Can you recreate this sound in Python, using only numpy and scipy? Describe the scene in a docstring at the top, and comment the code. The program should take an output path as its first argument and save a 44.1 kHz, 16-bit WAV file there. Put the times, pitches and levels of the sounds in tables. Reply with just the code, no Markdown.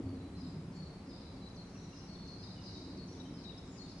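"""Small birds among tall bare trees. From the start: a distant rumble, coloured by its ground
reflection, the hiss of a light breeze, and calls that hook down onto a held whistle, many ending in
a falling slur. Twigs and trunks scatter each note into a long ringing tail. Faint high twitters pass
in the first second. From about 1.5 s the calls grow louder, and far birds, short pips and rough buzzes
stand out. Near 3.7 s one thin whistle sinks."""
import sys
import numpy as np
from scipy import signal
from scipy.fft import rfft, irfft
from scipy.io import wavfile
from scipy.ndimage import map_coordinates

SR = 44100
rng = np.random.default_rng(int(sys.argv[2]) if len(sys.argv) > 2 else 0)


def digitize_waveform(pressure):
    """Quantize a signal to 16-bit integers and store it at the path in sys.argv[1].

    Rows of a 2-D input are taken as channels; values are limited to [-1, 1].
    """
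    field = np.atleast_2d(pressure).T
    bounded = np.clip(field, -1, 1)
    quanta = np.round(bounded * 32767).astype(np.int16)
    wavfile.write(sys.argv[1], SR, quanta)


N = 176400

# rumble spectrum: f/Hz, relative density/dB
RUMBLE_SPECTRUM = [(12, -18), (25, -22), (38, 0.5), (75, -0.5), (105, 0.5), (175, 1), (275, -1.5),
                   (350, -6), (480, -15), (700, -25), (1200, -65), (3000, -67)]
# rumble band gains: t/s, low/dB, middle/dB, upper/dB
RUMBLE_SWELL = [(0, 8, 3.5, 8.5), (.2, -5, 0, 2), (.45, 5, 2, -0.5), (.6, 0.5, 2.5, 1),
                (.85, 1, -3.5, -2.5), (1.25, 0, -0.5, 0), (1.7, -3, 1, -3.5), (2.2, -1, 1, -2),
                (2.6, 0.5, 2.5, -3.5), (2.9, 1.5, 0.5, 2.5), (3.35, -3.5, 1, 2), (4, -5, -0.5, -1.5)]
# soft drones in the rumble: peak t/s, f/Hz, Gaussian sigma/s, level/dB
DRONE_SWELLS = [(0.09, 95, 0.18, -49.5), (0.031, 272, 0.16, -45.5), (0.445, 264, 0.028, -44),
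                (0.745, 166.7, 0.26, -49), (2.908, 316, 0.084, -54.5), (3.272, 273, 0.067, -54)]
# breeze spectrum: f/Hz, relative density/dB
BREEZE_SPECTRUM = [(30, -20), (90, -6), (180, 1.45), (350, 3), (700, 0), (1100, -3), (1600, -9),
                   (2300, -10), (2800, -14), (3400, -15), (5000, -17), (7500, -22), (10500, -26)]
# breeze, left-right likeness: f/Hz, correlation/1
BREEZE_CORRELATION = [(100, 1), (600, 0.74), (1100, 0.58), (2200, 0.18), (4000, 0.23), (10000, 0)]
# faint high sizzle: t/s, level/dB
SIZZLE_LEVEL = [(0, -98), (.13, -86), (.27, -83), (.5, -88), (.7, -100), (2.9, -100), (3.07, -87),
                (3.22, -82.5), (3.45, -103), (4, -100)]
# far birds, send to the wood: t/s, level/dB
FAR_LEVEL = [(0, -88), (1.6, -59), (2.1, -73), (2.45, -69), (2.75, -66), (3.05, -81), (3.6, -59), (4, -63)]
# rough distant twitters: t/s, f/Hz, length/s, level/dB
BUZZ_NOTES = [(1.763, 6000, 0.065, -72), (1.877, 5690, 0.06, -72), (2.205, 5830, .1, -72.5),
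              (2.392, 5620, 0.065, -75), (2.584, 5480, 0.092, -70), (2.641, 4850, .1, -64.5),
              (2.707, 5900, 0.044, -69), (3.079, 5660, 0.045, -64), (3.358, 5200, 0.043, -70),
              (3.789, 4400, 0.078, -65)]
# faint high twitters: t/s, f/Hz, length/s, level/dB
TWITTER_NOTES = [(0.306, 7800, 0.043, -85), (.465, 7650, 0.05, -80), (.745, 7200, 0.038, -75)]
# thin sinking whistle: t/s, f/Hz, level/dB
THIN_CONTOUR = [(3.652, 8050, -79), (3.675, 7600, -73), (3.69, 7200, -74), (3.735, 6850, -70),
                (3.79, 6600, -73), (3.825, 6450, -71)]
# short plain notes: t/s, start f/Hz, end f/Hz, length/s, level/dB, pan (L-R)/dB
PIP_NOTES = [(1.751, 2760, 2720, 0.021, -67.5, 0), (1.927, 2780, 2740, 0.013, -64, 1),
             (2, 2780, 3130, 0.041, -73, -4), (2.502, 4020, 3980, 0.018, -59.5, 7),
             (2.559, 3030, 2830, 0.049, -67.5, -1), (3.197, 3893, 3825, 0.025, -58.5, 12),
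             (3.251, 3090, 3110, 0.028, -66, 1), (3.574, 5150, 5330, 0.021, -64, 17),
             (1.208, 5900, 5030, 0.0091, -65, 0), (3.49, 3020, 2570, 0.012, -64.5, 3),
             (3.745, 3130, 2490, 0.027, -74, 0)]
# falling slurs: t/s, start f/Hz, end f/Hz, length/s, level/dB, echo send/dB
SLUR_NOTES = [(0.397, 4900, 3670, 0.04, -70, 6.5), (0.796, 4400, 3540, 0.03, -79, -2),
              (1.09, 5000, 3660, 0.041, -65, 5.5), (1.772, 4400, 3716, 0.03, -67, 4),
              (1.958, 5100, 3900, 0.032, -66, 4), (2.143, 4250, 3450, 0.028, -65, 2),
              (2.274, 4900, 4200, 0.0313, -65, 7.5), (2.42, 4950, 3650, 0.032, -59.5, 3.5),
              (2.633, 4900, 3900, 0.02, -63, 10.5), (2.665, 4800, 3900, 0.017, -63, 10),
              (2.862, 4900, 3950, 0.0332, -65, 5), (3.12, 4700, 3420, 0.045, -68, 3),
              (3.365, 5080, 3900, 0.035, -63, 4.5), (3.513, 3900, 3380, 0.026, -63.5, -1),
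              (3.572, 4750, 3800, 0.022, -67, 1), (3.854, 4050, 3520, 0.025, -68, 0)]
# hooked calls: t/s, held f/Hz, length/s, level/dB, pan (L-R)/dB, echo send/dB,
# hook gain/(dB per octave above held f)
HOOKED_NOTES = [(0.02, 4450, 0.067, -72.5, 4, 3, -20), (0.141, 3990, 0.086, -72, 6, 0.5, -20),
                (0.322, 4070, 0.079, -67.5, -3, -2, -27), (0.356, 4950, 0.04, -69, 5, 7, 4),
                (0.719, 4380, 0.09, -67, 3, 5.5, 10), (0.774, 4000, 0.067, -74, 7, 4, -20),
                (1.052, 4950, 0.066, -71, 3, 8, -10), (1.2, 4000, .045, -68, 3, 4, -15),
                (1.405, 3970, 0.045, -61, 3, -2, -15), (1.445, 4000, .035, -59, 3, -6, -25),
                (1.559, 4340, .075, -58, 4.5, -10, 0), (1.724, 5650, 0.035, -66, 4, 6, -4),
                (1.835, 3920, 0.03, -65, 5, 2, -20), (1.911, 5170, 0.037, -69, 3, 3, 8),
                (1.935, 5670, 0.044, -67, -9, 5, -16), (2.074, 4330, 0.0624, -60, 7, 0.5, -10),
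                (2.217, 4137, 0.051, -64.5, -7, 6, -10), (2.273, 4340, 0.08, -59, 3.5, -8.5, 4),
                (2.381, 4950, 0.036, -65.5, 8, 9.5, -10), (2.607, 4900, 0.045, -62, -5.5, 7, -1),
                (2.731, 3870, 0.07, -63, 9.5, -1, -10), (2.971, 4340, 0.075, -59, 5, -8, 5),
                (3.073, 5590, 0.029, -59.5, 7.5, -1.5, 0), (3.321, 5080, 0.058, -66, -4.5, -1.5, 6),
                (3.436, 3790, 0.078, -57.5, 12, -6, 3), (3.776, 4275, 0.058, -56.5, 7.5, -4, -2),
                (3.888, 5000, 0.034, -65, 7, -9, 4), (3.98, 3900, .04, -58, -4, 0, 3)]

TIME_S, BIN_HZ = np.arange(N) / SR, np.fft.rfftfreq(N, 1 / SR)
RUMBLE_LAG_S = 70e-6


def undb(db):
    """Decibels to gain."""
    return 10 ** (np.asarray(db) / 20)


def over_time(rows, col=1):
    """Time table column at every sample."""
    rows = np.array(rows)
    return np.interp(TIME_S, rows[:, 0], rows[:, col])


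def over_frequency(rows):
    """Frequency table at every bin, on a log axis."""
    rows = np.array(rows)
    return np.interp(np.log(np.maximum(BIN_HZ, 1)), np.log(rows[:, 0]), rows[:, 1])


def walk(rate_hz, n):
    """Smooth random curve, spread near 1."""
    steps = rng.standard_normal(512)
    return map_coordinates(steps, [np.arange(n) / SR * rate_hz], order=3, mode="mirror")


def noise(gain):
    """Unit-rms noise with the given spectrum."""
    return irfft(rfft(rng.standard_normal(N)) * gain / np.sqrt(np.mean(gain ** 2)), N)


def narrow_noise(hz, sigma_hz):
    """Gaussian band of noise."""
    return noise(np.exp(-0.5 * ((BIN_HZ - hz) / sigma_hz) ** 2))


def lag_right(x, lag_s):
    """Stereo pair, right side delayed."""
    return np.array([x, irfft(rfft(x) * np.exp(-2j * np.pi * BIN_HZ * lag_s), N)])


def place(bus, start_s, note, pan_db=0, echo_db=0):
    """Add a note to left, right and echo send; pan sets level and arrival time."""
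    i = int(start_s * SR)
    note = note[:N - i]
    lag_s = np.clip(13e-6 * pan_db, -80e-6, 80e-6)
    right = map_coordinates(note, [np.arange(len(note)) - lag_s * SR], order=3)
    gains = undb([pan_db / 2, -pan_db / 2, echo_db])
    bus[:, i:i + len(note)] += gains[:, None] * np.array([note, right, note])


def rumble(ground_delay_s=0.010995, ground_gain=0.42, gain_db=-48.5):
    """Far low noise, combed by its ground reflection; three bands swell over steady deep bass."""
    comb = np.abs(1 + ground_gain * np.exp(-2j * np.pi * BIN_HZ * ground_delay_s))
    spectrum = rfft(noise(undb(over_frequency(RUMBLE_SPECTRUM)) * comb))
    band = np.searchsorted([62, 110, 225], BIN_HZ)
    x = irfft(spectrum * (band == 0), N)
    for k in (1, 2, 3):
        x += irfft(spectrum * (band == k), N) * undb(over_time(RUMBLE_SWELL, k))
    return lag_right(undb(gain_db) * x, RUMBLE_LAG_S)


def drones():
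    """Narrow swells in the distant rumble."""
    x = np.zeros(N)
    for peak_s, hz, sigma_s, db in DRONE_SWELLS:
        swell = undb(db) * np.exp(-0.5 * ((TIME_S - peak_s) / sigma_s) ** 2)
        x += narrow_noise(hz, sigma_hz=19.5) * swell
    return lag_right(x, RUMBLE_LAG_S)


def breeze(level_db=-58, pan_db=1.1):
    """Air hissing in the branches, wider in the treble."""
    gain = undb(over_frequency(BREEZE_SPECTRUM))
    correlation = over_frequency(BREEZE_CORRELATION)
    mid = irfft(rfft(noise(gain)) * np.sqrt((1 + correlation) / 2), N)
    side = irfft(rfft(noise(gain)) * np.sqrt((1 - correlation) / 2), N)
    return undb(level_db) * np.array([(mid + side) * undb(pan_db / 2), (mid - side) * undb(-pan_db / 2)])


def sizzle():
    """Thin high band that comes and goes twice."""
    return np.array([narrow_noise(hz=10730, sigma_hz=73) for _ in range(2)]) * undb(over_time(SIZZLE_LEVEL))


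def wood(send, t60_s=1.15, build_s=0.02, trunk_share=0.23, gain_db=3.5):
    """Twigs scatter a dense tail, trunks return single echoes; one strong trunk echo answers late."""
    t = np.arange(2 * SR) / SR
    twigs = rng.standard_normal((2, len(t)))
    trunks = rng.standard_normal((2, len(t))) * (rng.random((2, len(t))) < 1 / 400) * np.sqrt(400)
    scatter = np.sqrt(1 - trunk_share) * twigs + np.sqrt(trunk_share) * trunks
    trunk_echo_db = 3.5 * np.exp(-0.5 * ((t - 0.11) / 0.004) ** 2)
    fade = undb(-60 * t / t60_s + trunk_echo_db) * (1 - np.exp(-t / build_s))
    response = scatter * fade / np.linalg.norm(fade)
    return undb(gain_db) * signal.fftconvolve(send[None], response, axes=1)[:, :N]


def sway(pair, shift_s=23e-6, rate_hz=50):
    """Echo paths shift slightly, so the tails flutter."""
    paths = [np.arange(N) + shift_s * SR * walk(rate_hz, N) for _ in pair]
    return np.array([map_coordinates(x, [path], order=3, mode="nearest") for x, path in zip(pair, paths)])


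def perch(pair, t60_s=0.1, share=0.22):
    """Twigs close to the singers blur each note."""
    t = np.arange(int(t60_s * SR)) / SR
    fade = undb(-60 * t / t60_s)
    response = rng.standard_normal((2, len(t))) * fade / np.linalg.norm(fade)
    blur = signal.fftconvolve(pair, response, axes=1)[:, :N]
    return np.sqrt(1 - share) * pair + np.sqrt(share) * blur


def whistle(hz, envelope, edge_s=0.0034, fast_hz=83.7, slow_hz=55, flutter_db=1):
    """Near-pure bird tone, wavering in pitch and level."""
    n = len(hz)
    t = np.arange(n) / SR
    attack = np.minimum(t / edge_s, 1)
    release = np.sin(np.pi / 2 * np.minimum((n / SR - t) / edge_s, 1))
    waver = 1 + 0.0081 * walk(fast_hz, n) + 0.008 * walk(slow_hz, n)
    tone = np.sqrt(2) * np.sin(2 * np.pi * np.cumsum(hz * waver) / SR)
    return tone * envelope * attack * release * undb(flutter_db * walk(fast_hz, n))


def hook(held_hz, length_s, db_per_octave=0, top_hz=6950, fall_s=0.0075, attack_s=0.018):
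    """Pitch drops fast onto a held note as the voice swells."""
    t = np.arange(int(length_s * SR)) / SR
    above_hz = (top_hz - held_hz) * np.exp(-(t / fall_s) ** 1.402)
    swell = 0.3 + 0.7 * np.minimum(t / attack_s, 1)
    hook_gain = undb(db_per_octave * np.log2(1 + above_hz / held_hz))
    return whistle(held_hz + above_hz, swell * hook_gain)


def far_birds(count=44):
    """Short hooked calls, one at random per time slot; echo send only."""
    bus = np.zeros((3, N))
    for slot, (offset, pitch, length) in enumerate(rng.random((count, 3))):
        note = hook(held_hz=3900 + 1100 * pitch, length_s=0.0068 + 0.023 * length)
        place(bus, (slot + offset) / count * N / SR, note)
    return bus[2] * undb(over_time(FAR_LEVEL))


def buzzes(swing_hz=520, rate_hz=90, unevenness=0.4):
    """Distant twitters, pitch shaken widely and unevenly; echo send only."""
    bus = np.zeros((3, N))
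    for start_s, hz, length_s, db in BUZZ_NOTES:
        n = int(length_s * SR)
        cycles = np.cumsum(rate_hz * (1 + unevenness * walk(rate_hz, n))) / SR
        shake = np.sin(2 * np.pi * cycles) + unevenness * walk(rate_hz, n)
        place(bus, start_s, whistle(hz + swing_hz * shake, undb(db)))
    return bus[2]


def twitters(bus, swing_hz=230, rate_hz=42):
    """Tiny high notes with fast vibrato."""
    for start_s, hz, length_s, db in TWITTER_NOTES:
        t = np.arange(int(length_s * SR)) / SR
        note = whistle(hz + swing_hz * np.cos(2 * np.pi * rate_hz * t), undb(db))
        place(bus, start_s, note, echo_db=-4)


def thin_whistle(bus):
    """One high, sinking note."""
    times_s, hz, db = np.array(THIN_CONTOUR).T
    t = np.arange(times_s[0], times_s[-1], 1 / SR)
    note = whistle(np.interp(t, times_s, hz), undb(np.interp(t, times_s, db)))
    place(bus, times_s[0], note, pan_db=6, echo_db=-3)


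def pips(bus):
    """Short notes on a straight glide."""
    for start_s, start_hz, end_hz, length_s, db, pan_db in PIP_NOTES:
        progress = np.linspace(0, 1, int(length_s * SR))
        hz = start_hz + (end_hz - start_hz) * progress
        envelope = undb(db) * np.minimum(progress / 0.11, 1)
        place(bus, start_s, whistle(hz, envelope), pan_db, echo_db=-4.5)


def slurs(bus, fade_db=-5):
    """Notes that fall and fade."""
    for start_s, start_hz, end_hz, length_s, db, echo_db in SLUR_NOTES:
        progress = np.linspace(0, 1, int(length_s * SR))
        hz = end_hz + (start_hz - end_hz) * np.exp(-(progress / 0.42) ** 2)
        envelope = undb(db + fade_db * progress ** 2)
        place(bus, start_s, whistle(hz, envelope), pan_db=3, echo_db=echo_db)


def hooked_calls(bus):
    """Main calls of the near birds, the hook faint or sharp."""
    for start_s, hz, length_s, db, pan_db, echo_db, db_per_octave in HOOKED_NOTES:
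        place(bus, start_s, undb(db) * hook(hz, length_s, db_per_octave), pan_db, echo_db)


def scene():
    """Birds and their echoes over rumble and breeze."""
    bus = np.zeros((3, N))  # left, right, echo send
    for sing in (hooked_calls, slurs, pips, thin_whistle, twitters):
        sing(bus)
    direct = perch(bus[:2])
    echoes = sway(wood(bus[2] + far_birds() + buzzes()))
    return rumble() + drones() + breeze() + sizzle() + echoes + direct


def record(dry):
    """Steep low-pass at 11.1 kHz."""
    return signal.sosfilt(signal.ellip(10, 0.2, 70, 11100, fs=SR, output="sos"), dry)


dry = scene()
out = record(dry)
digitize_waveform(out)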